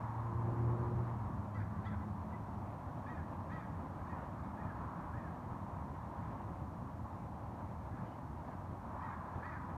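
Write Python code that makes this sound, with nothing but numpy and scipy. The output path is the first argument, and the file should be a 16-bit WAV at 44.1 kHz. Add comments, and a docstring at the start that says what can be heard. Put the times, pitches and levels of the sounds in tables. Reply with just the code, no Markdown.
"""A gull yelps and squawks in loose series across a calm river in a park, over a faint flock.
Each call is a stack of harmonics that climbs, sags and turns hoarse. The water smears the calls and
the trees on the banks throw them back. Short tones add one yelp's echo, a faint hoot and thin chirps.
Road traffic rumbles far off: the noise of cars swells and sinks as they pass,
and two engines drone at first. A faint, even hiss lies under everything."""
import sys
import numpy as np
from scipy import signal
from scipy.fft import rfft, irfft, next_fast_len
from scipy.io import wavfile

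SR = 44100
rng = np.random.default_rng(int(sys.argv[2]) if len(sys.argv) > 2 else 0)


def materialize(psi):
    """Save the field psi as 16-bit PCM at rate SR to the path in sys.argv[1].

    A 1-D psi becomes a single channel; in a 2-D psi each row is a channel.
    """
    bounded = np.clip(np.atleast_2d(psi).T, -1, 1)
    quanta = np.round(bounded * 32767).astype(np.int16)
    wavfile.write(sys.argv[1], SR, quanta)


N = 430857
T = np.arange(N) / SR

# The tone colours of the noises. Each row: frequency in Hz, relative level in dB.
HISS_COLOUR = [(1000, 5.5), (3000, 2), (4300, 4), (4900, 0.5), (5500, 3), (7000, 1.5), (7700, -0.5),
               (9500, 0.5), (10400, -4.5), (11500, -1.5), (15000, -4.5)]
RUMBLE_COLOUR = [(12, -40), (28, -30), (40, -13.5), (60, -6), (85, 2), (125, -3.5), (195, -6), (270, -10),
                 (330, -14), (420, -25), (700, -57), (3000, -100)]
BOOM_COLOUR = [(60, -40), (125, -18), (160, 5), (200, 0.5), (330, -10), (450, -44), (1500, -90)]
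SLOW_TYRE_COLOUR = [(60, -52), (250, -9.5), (420, -8.5), (600, -1), (850, -0.5), (1100, -7), (1400, -19),
                    (1800, -23), (2500, -29.5), (4000, -43), (12000, -80.5)]
MEDIUM_TYRE_COLOUR = [(200, -51), (600, -20), (820, -2.5), (1000, 2.5), (1150, -3.5), (1430, -17),
                      (1700, -16.5), (2100, -25), (2700, -38), (4000, -43.5), (12000, -76)]
FAST_TYRE_COLOUR = [(300, -62), (900, -2), (1250, 4), (1550, -5), (1900, -16.5), (2600, -29), (4000, -42.5),
                    (12000, -86.5)]
EXHAUST_COLOUR = [(100, -31), (250, -4.5), (480, 1), (650, -10.5), (1500, -26), (8000, -85)]
# Cars passing gaps in the trees. Each row: loudest moment, rise time and fall time in seconds,
# tyre level in dB, speed from 0 to 1, rumble level in dB.
PASSING_CARS = [(.1, .3, 0.24, -49.5, 0.51, -53), (.7, 0.29, 0.51, -51, 0.56, -44),
                (1.7, 0.3, 0.27, -58.5, 0.6, -55), (2.6, 0.34, 0.81, -55.5, 0.23, -53.5),
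                (4.3, 0.5, 0.33, -53.5, 0.55, -50), (4.85, 0.26, 0.37, -53.5, 0.75, -62),
                (5.85, 0.77, 0.24, -53.5, 0.23, -51), (6.25, .14, 0.14, -50.5, 0.4, -53),
                (9.05, 0.19, 0.81, -50.5, 0.6, -60)]
# The tones of the two engines. Each row: multiple of the engine's base rate, relative level in dB.
LORRY_HARMONICS = [(4, -6), (5, -2), (8, -16.5), (10, -7)]
NEAR_ENGINE_HARMONICS = [(1, 1), (2, -17), (4, -27.5)]
# A short echo of the gull's second yelp, then a faint hoot and a few thin chirps. Each row: loudest
# moment in seconds, pitch in Hz, level in dB, half the length in seconds, warble as a share of the pitch.
SHORT_TONES = [(2.026, 2000, -63, .016, .008), (2.345, 2000, -55.5, .017, 0.012),
               (6.41, 2800, -76, .022, 0.06), (7.22, 2250, -75, 0.043, .069), (8.08, 3040, -76, .025, .04),
               (8.132, 2900, -73, .022, 0.037)]
# Echoes from the banks. 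Each row: delay in seconds, level in dB.
BANK_ECHOES = [(.048, -25), (.14, -13)]
# How the gull's throat colours its voice, heard from afar. Each row: frequency in Hz, gain in dB.
THROAT_COLOUR = [(1300, 1), (1650, 2), (1950, -8), (2200, -7.5), (2420, -14), (2650, -23), (2950, -29),
                 (3330, -20), (3800, -23.5), (4200, -34), (4500, -23), (4900, -33.5), (6500, -29),
                 (8500, -46)]
# The gull's calls. Each row: start and length in seconds, top pitch in Hz, level in dB, rasp from 0 to 1,
# tilt in dB per octave away from the third harmonic, ring of the open beak in dB,
# sag as a share of the top pitch, level change toward the end in dB.
GULL_CALLS = [(1.531, 0.11, 671, -58.5, 0.44, -2, 1, .27, -0.5),
              (1.84, .115, 670.5, -56, 0.4, -4, 9, .29, -1.5),
              (3.059, .16, 641, -55, 0.25, -6, 2, 0.19, -5),
              (3.494, 0.17, 651, -54, 0.34, -4, 5, .18, -4.5),
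              (4.061, 0.15, 629, -58.5, 0.38, -4, -9, 0.15, -3),
              (4.569, 0.15, 624, -58.5, 0.25, -17, -1, .16, -1),
              (5.129, 0.17, 622, -59, 0.23, -14, -5, 0.16, -2.5),
              (6.012, .13, 636, -71, .3, -13, -2, .15, -12),
              (7.917, .13, 601, -68.5, 0.6, -10, -2, .15, -5),
              (9.0, .155, 645, -56, 0.35, -5, 2, .17, -2.5),
              (9.423, .17, 649, -52.5, 0.47, -5.5, -1, 0.21, -4)]


def from_db(db):
    """Turn decibels into a gain."""
    return 10 ** (np.asarray(db) / 20)


def rms_one(x):
    """Scale a signal so that its average strength (rms) is 1."""
    return x / np.sqrt(np.mean(x ** 2) + 1e-20)


def gain_at(colour, hz):
    """Look up the gain of a tone colour at a frequency."""
    points, db = np.transpose(colour)
    return from_db(np.interp(np.log(np.maximum(hz, 1)), np.log(points), db))


def drift(rate_hz, size=N):
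    """A smooth random wobble, about 1 in size; a higher rate makes it quicker."""
    pole = np.exp(-40 * np.pi * rate_hz / SR)
    steps = rng.standard_normal(size // 20 + 3002)   # one for every 20 samples, plus a run-up
    slow = signal.lfilter([1], [1, -2 * pole, pole * pole], steps)[3000:]
    return np.interp(np.arange(size) / 20, np.arange(len(slow)), rms_one(slow))


def noise(colour, size=N):
    """Noise with the given tone colour and a strength of 1."""
    padded = next_fast_len(size)
    hz = np.arange(padded // 2 + 1) * SR / padded
    spectrum = rfft(rng.standard_normal(padded)) * gain_at(colour, hz)
    return rms_one(irfft(spectrum, padded)[:size])


def swell(at_s, rise_s, fall_s):
    """The gain of something that comes into earshot and leaves again; 1 at its loudest."""
    width_s = np.where(T < at_s, rise_s, fall_s)
    return np.exp(-.5 * np.minimum(((T - at_s) / width_s) ** 2, 100))


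def traffic(rumble_db=-46.5, tyres_db=(-54, -56, -65)):
    """Far vehicles blur into rumble and tyre roar, with one low boom. Faster tyres sing higher."""
    rumble_power = from_db(rumble_db) ** 2   # the steady stream behind the passing cars
    tyre_power = from_db(tyres_db)[:, None] ** 2   # slow, medium and fast tyres
    for at_s, rise_s, fall_s, tyre_db, speed, car_rumble_db in PASSING_CARS:
        nearness = swell(at_s, rise_s, fall_s)
        speed_shares = np.maximum(1 - np.abs(2 * np.clip(speed, 0, 1) - np.arange(3)), 0)
        tyre_power = tyre_power + speed_shares[:, None] * (from_db(tyre_db) * nearness) ** 2
        rumble_power = rumble_power + (from_db(car_rumble_db) * nearness) ** 2
    rumble = np.sqrt(rumble_power) * from_db(1.35 * drift(12.3)) * noise(RUMBLE_COLOUR)
    slow, medium, fast = np.sqrt(tyre_power)
    tyres = slow * from_db(1.6 * drift(10.4)) * noise(SLOW_TYRE_COLOUR)
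    tyres += medium * from_db(1.17 * drift(6.8)) * noise(MEDIUM_TYRE_COLOUR)
    tyres += fast * noise(FAST_TYRE_COLOUR)
    boom = from_db(-49.5) * swell(at_s=3.73, rise_s=.12, fall_s=.21) * noise(BOOM_COLOUR)
    return rumble + tyres + boom


def drone(base_hz, harmonics, waver_db):
    """The tones of an engine; each fades in and out on its long way through the air."""
    phase = 2 * np.pi * np.cumsum(base_hz) / SR
    out = np.zeros(N)
    for multiple, db in harmonics:
        gain = np.sqrt(2) * from_db(db + waver_db * drift(6.1))
        out += gain * np.sin(round(multiple) * phase + rng.uniform(0, 2 * np.pi))
    return out


def lorry(at_s=1.9, cycle_hz=20.89, rev_hz_per_s=.3004, unsteady=.0064):
    """A heavy engine drones by farther off, slowly gathering speed and running a little unevenly."""
    hz = (cycle_hz + rev_hz_per_s * (T - at_s)) * (1 + unsteady * drift(8))
    gain = from_db(-45.5) * swell(at_s, rise_s=.57, fall_s=.45)
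    return gain * drone(hz, LORRY_HARMONICS, waver_db=3.5)


def near_engine(ease_off_s=.97, top_hz=119.1, rev_hz_per_s=6, coast_hz_per_s=5.2):
    """A vehicle pulls away: its note climbs until the driver eases off, then it sinks and fades."""
    since_s = T - ease_off_s
    firing_hz = top_hz - np.abs(since_s) * np.where(since_s < 0, rev_hz_per_s, coast_hz_per_s)
    hum = drone(firing_hz, NEAR_ENGINE_HARMONICS, waver_db=2)
    hum_gain = from_db(-40) * swell(ease_off_s, rise_s=.78, fall_s=.22)
    # While it pulls hardest, gas rushes out and the exhaust pipe rings at the third harmonic.
    pipe = drone(firing_hz, [(3, 0)], waver_db=1.5) + from_db(-5.5) * noise(EXHAUST_COLOUR)
    pipe_gain = from_db(-47) * swell(at_s=.81, rise_s=.33, fall_s=.191)
    return hum_gain * hum + pipe_gain * pipe


def echo_hoot_and_chirps():
    """One yelp's echo, a faint hoot and thin chirps: each is a short tone, nearly steady or warbled."""
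    out = np.zeros(N)
    for at_s, hz, db, half_length_s, warble in SHORT_TONES:
        envelope = np.exp(-np.minimum(((T - at_s) / half_length_s) ** 2, 20))
        phase = 2 * np.pi * np.cumsum(hz * (1 + warble * drift(128))) / SR
        out += from_db(db) * envelope * np.sin(phase)
    return out


def river_banks(calls, water_db=-6, water_s=.015, scatter_db=-5.5, die_away_s=.48, echo_cutoff_hz=2400):
    """The rippled water smears each call; banks and trees send back later, duller echoes."""
    t = T[:SR]
    water = rng.standard_normal(SR) * np.exp(-t / water_s)
    echoes = rng.standard_normal(SR) * from_db(-60 * t / die_away_s) * (1 - np.exp(-t / .02))
    echoes *= from_db(scatter_db) / np.linalg.norm(echoes)
    for delay_s, db in BANK_ECHOES:
        echoes[int(delay_s * SR)] += from_db(db)
    air_loss = signal.butter(2, echo_cutoff_hz, fs=SR, output="sos")   # the echoes lose their treble on their long way through the air
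    response = signal.sosfilt(air_loss, echoes) + from_db(water_db) * water / np.linalg.norm(water)
    response[0] += 1   # the sound that arrives directly
    return signal.fftconvolve(calls, response)[:N]


def call_arch(progress, length_s, sag, end_db, top_at=.3, climb=.19, attack_s=.012, release_s=.011):
    """One call's pitch (as a share of its top) and gain: both climb, then sag."""
    before_top = np.maximum(1 - progress / top_at, 0)
    after_top = np.maximum((progress - top_at) / (1 - top_at), 0)
    bend = 1 - climb * before_top ** 2 - sag * after_top ** 1.2
    fade = np.clip(length_s * np.minimum(progress / attack_s, (1 - progress) / release_s), 0, 1)
    follow_db = 9.5 * np.log2(bend)   # higher is louder
    catch_db = -2 * np.exp(-((progress - .52) / .06) ** 2)   # the voice catches just after the top
    return bend, fade * from_db(follow_db + end_db * after_top + catch_db)


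def squawk(length_s, top_hz, rasp, tilt_db, ring_db, sag, end_db, beak_hz=3430, beak_width_hz=420):
    """One call. Every other pulse of the voice differs, which adds rough tones between the harmonics."""
    size = int(length_s * SR)
    progress = np.linspace(0, 1, size)
    bend, envelope = call_arch(progress, length_s, sag, end_db)
    broken = np.clip(2.5 * progress - 1, 0, 1)   # the voice breaks up and dulls as it falls
    waver = (.015 + .045 * broken) * rasp * drift(45, size)
    jitter = (.009 + .04 * rasp * broken) * drift(200, size)
    hz = top_hz * bend * (1 + waver + jitter)
    phase = 2 * np.pi * np.cumsum(hz) / SR
    voice = np.zeros(size)
    for multiple in np.arange(4, 25) / 2:   # harmonics 2 to 12 and the tones halfway between
        strength = rasp * (.77 + 1.43 * broken) if multiple % 1 else 1
        octaves_away = np.abs(np.log2(multiple / 3))   # the third harmonic carries the call
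        core_db = 4 * (1 - broken / 2) * (multiple == 3)
        slope_db = (tilt_db - 4 * broken) * octaves_away
        beak_db = ring_db * np.exp(-((multiple * hz - beak_hz) / beak_width_hz) ** 2)
        flutter_db = (1.8 + 3 * min(octaves_away, 1)) * drift(50, size)
        gain = gain_at(THROAT_COLOUR, multiple * hz) * from_db(core_db + slope_db + beak_db + flutter_db)
        blur = .28 * max(multiple - 3, 0) * drift(120, size)   # higher tones wobble more
        voice += strength * gain * np.sin(multiple * phase + blur + rng.uniform(0, 2 * np.pi))
    hoarseness = 1 + rasp * (.6 + .4 * broken) * drift(160, size)   # uneven pulses roughen each tone
    breath = rasp * from_db(-3) * noise(THROAT_COLOUR, size)
    return (voice * hoarseness + breath) * envelope


def flock(calls_per_s=2.5, middle_hz=722):
    """A far flock squawks faintly at random moments, each call with its own pitch and strength."""
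    out = np.zeros(N + SR)
    for when, pitch, strength in rng.random((int(calls_per_s * N / SR), 3)):
        top_hz = middle_hz * 1.5 ** (pitch - .5)
        call = squawk(length_s=.11, top_hz=top_hz, rasp=.5, tilt_db=0, ring_db=0, sag=.15, end_db=0)
        at = int(when * N)
        out[at:at + len(call)] += from_db(-72.5) * (.5 + strength) * call
    return out[:N]


def gull():
    """One gull yelps and squawks in loose series across the water."""
    out = np.zeros(N + SR)
    for start_s, length_s, top_hz, db, rasp, tilt_db, ring_db, sag, end_db in GULL_CALLS:
        call = squawk(length_s, top_hz, np.clip(rasp, 0, 1), tilt_db, ring_db, sag, end_db)
        at = int(start_s * SR)
        out[at:at + len(call)] += from_db(db) * call
    return out[:N]


def scene():
    """The birds over the traffic and a faint, even hiss, in one channel."""
    birds = river_banks(gull() + flock()) + echo_hoot_and_chirps()
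    road = traffic() + near_engine() + lorry()
    hiss = from_db(-76.5) * noise(HISS_COLOUR)
    return (birds + road + hiss)[None]


def record(dry):
    """Fade both ends quickly and cut off the highest treble."""
    fade_s, cutoff_hz = .004, 15250
    fade = np.minimum(np.minimum(T, T[::-1]) / fade_s, 1)
    treble_cut = signal.ellip(10, .1, 70, cutoff_hz, fs=SR, output="sos")
    return signal.sosfilt(treble_cut, dry * fade)


dry = scene()
out = record(dry)
materialize(out)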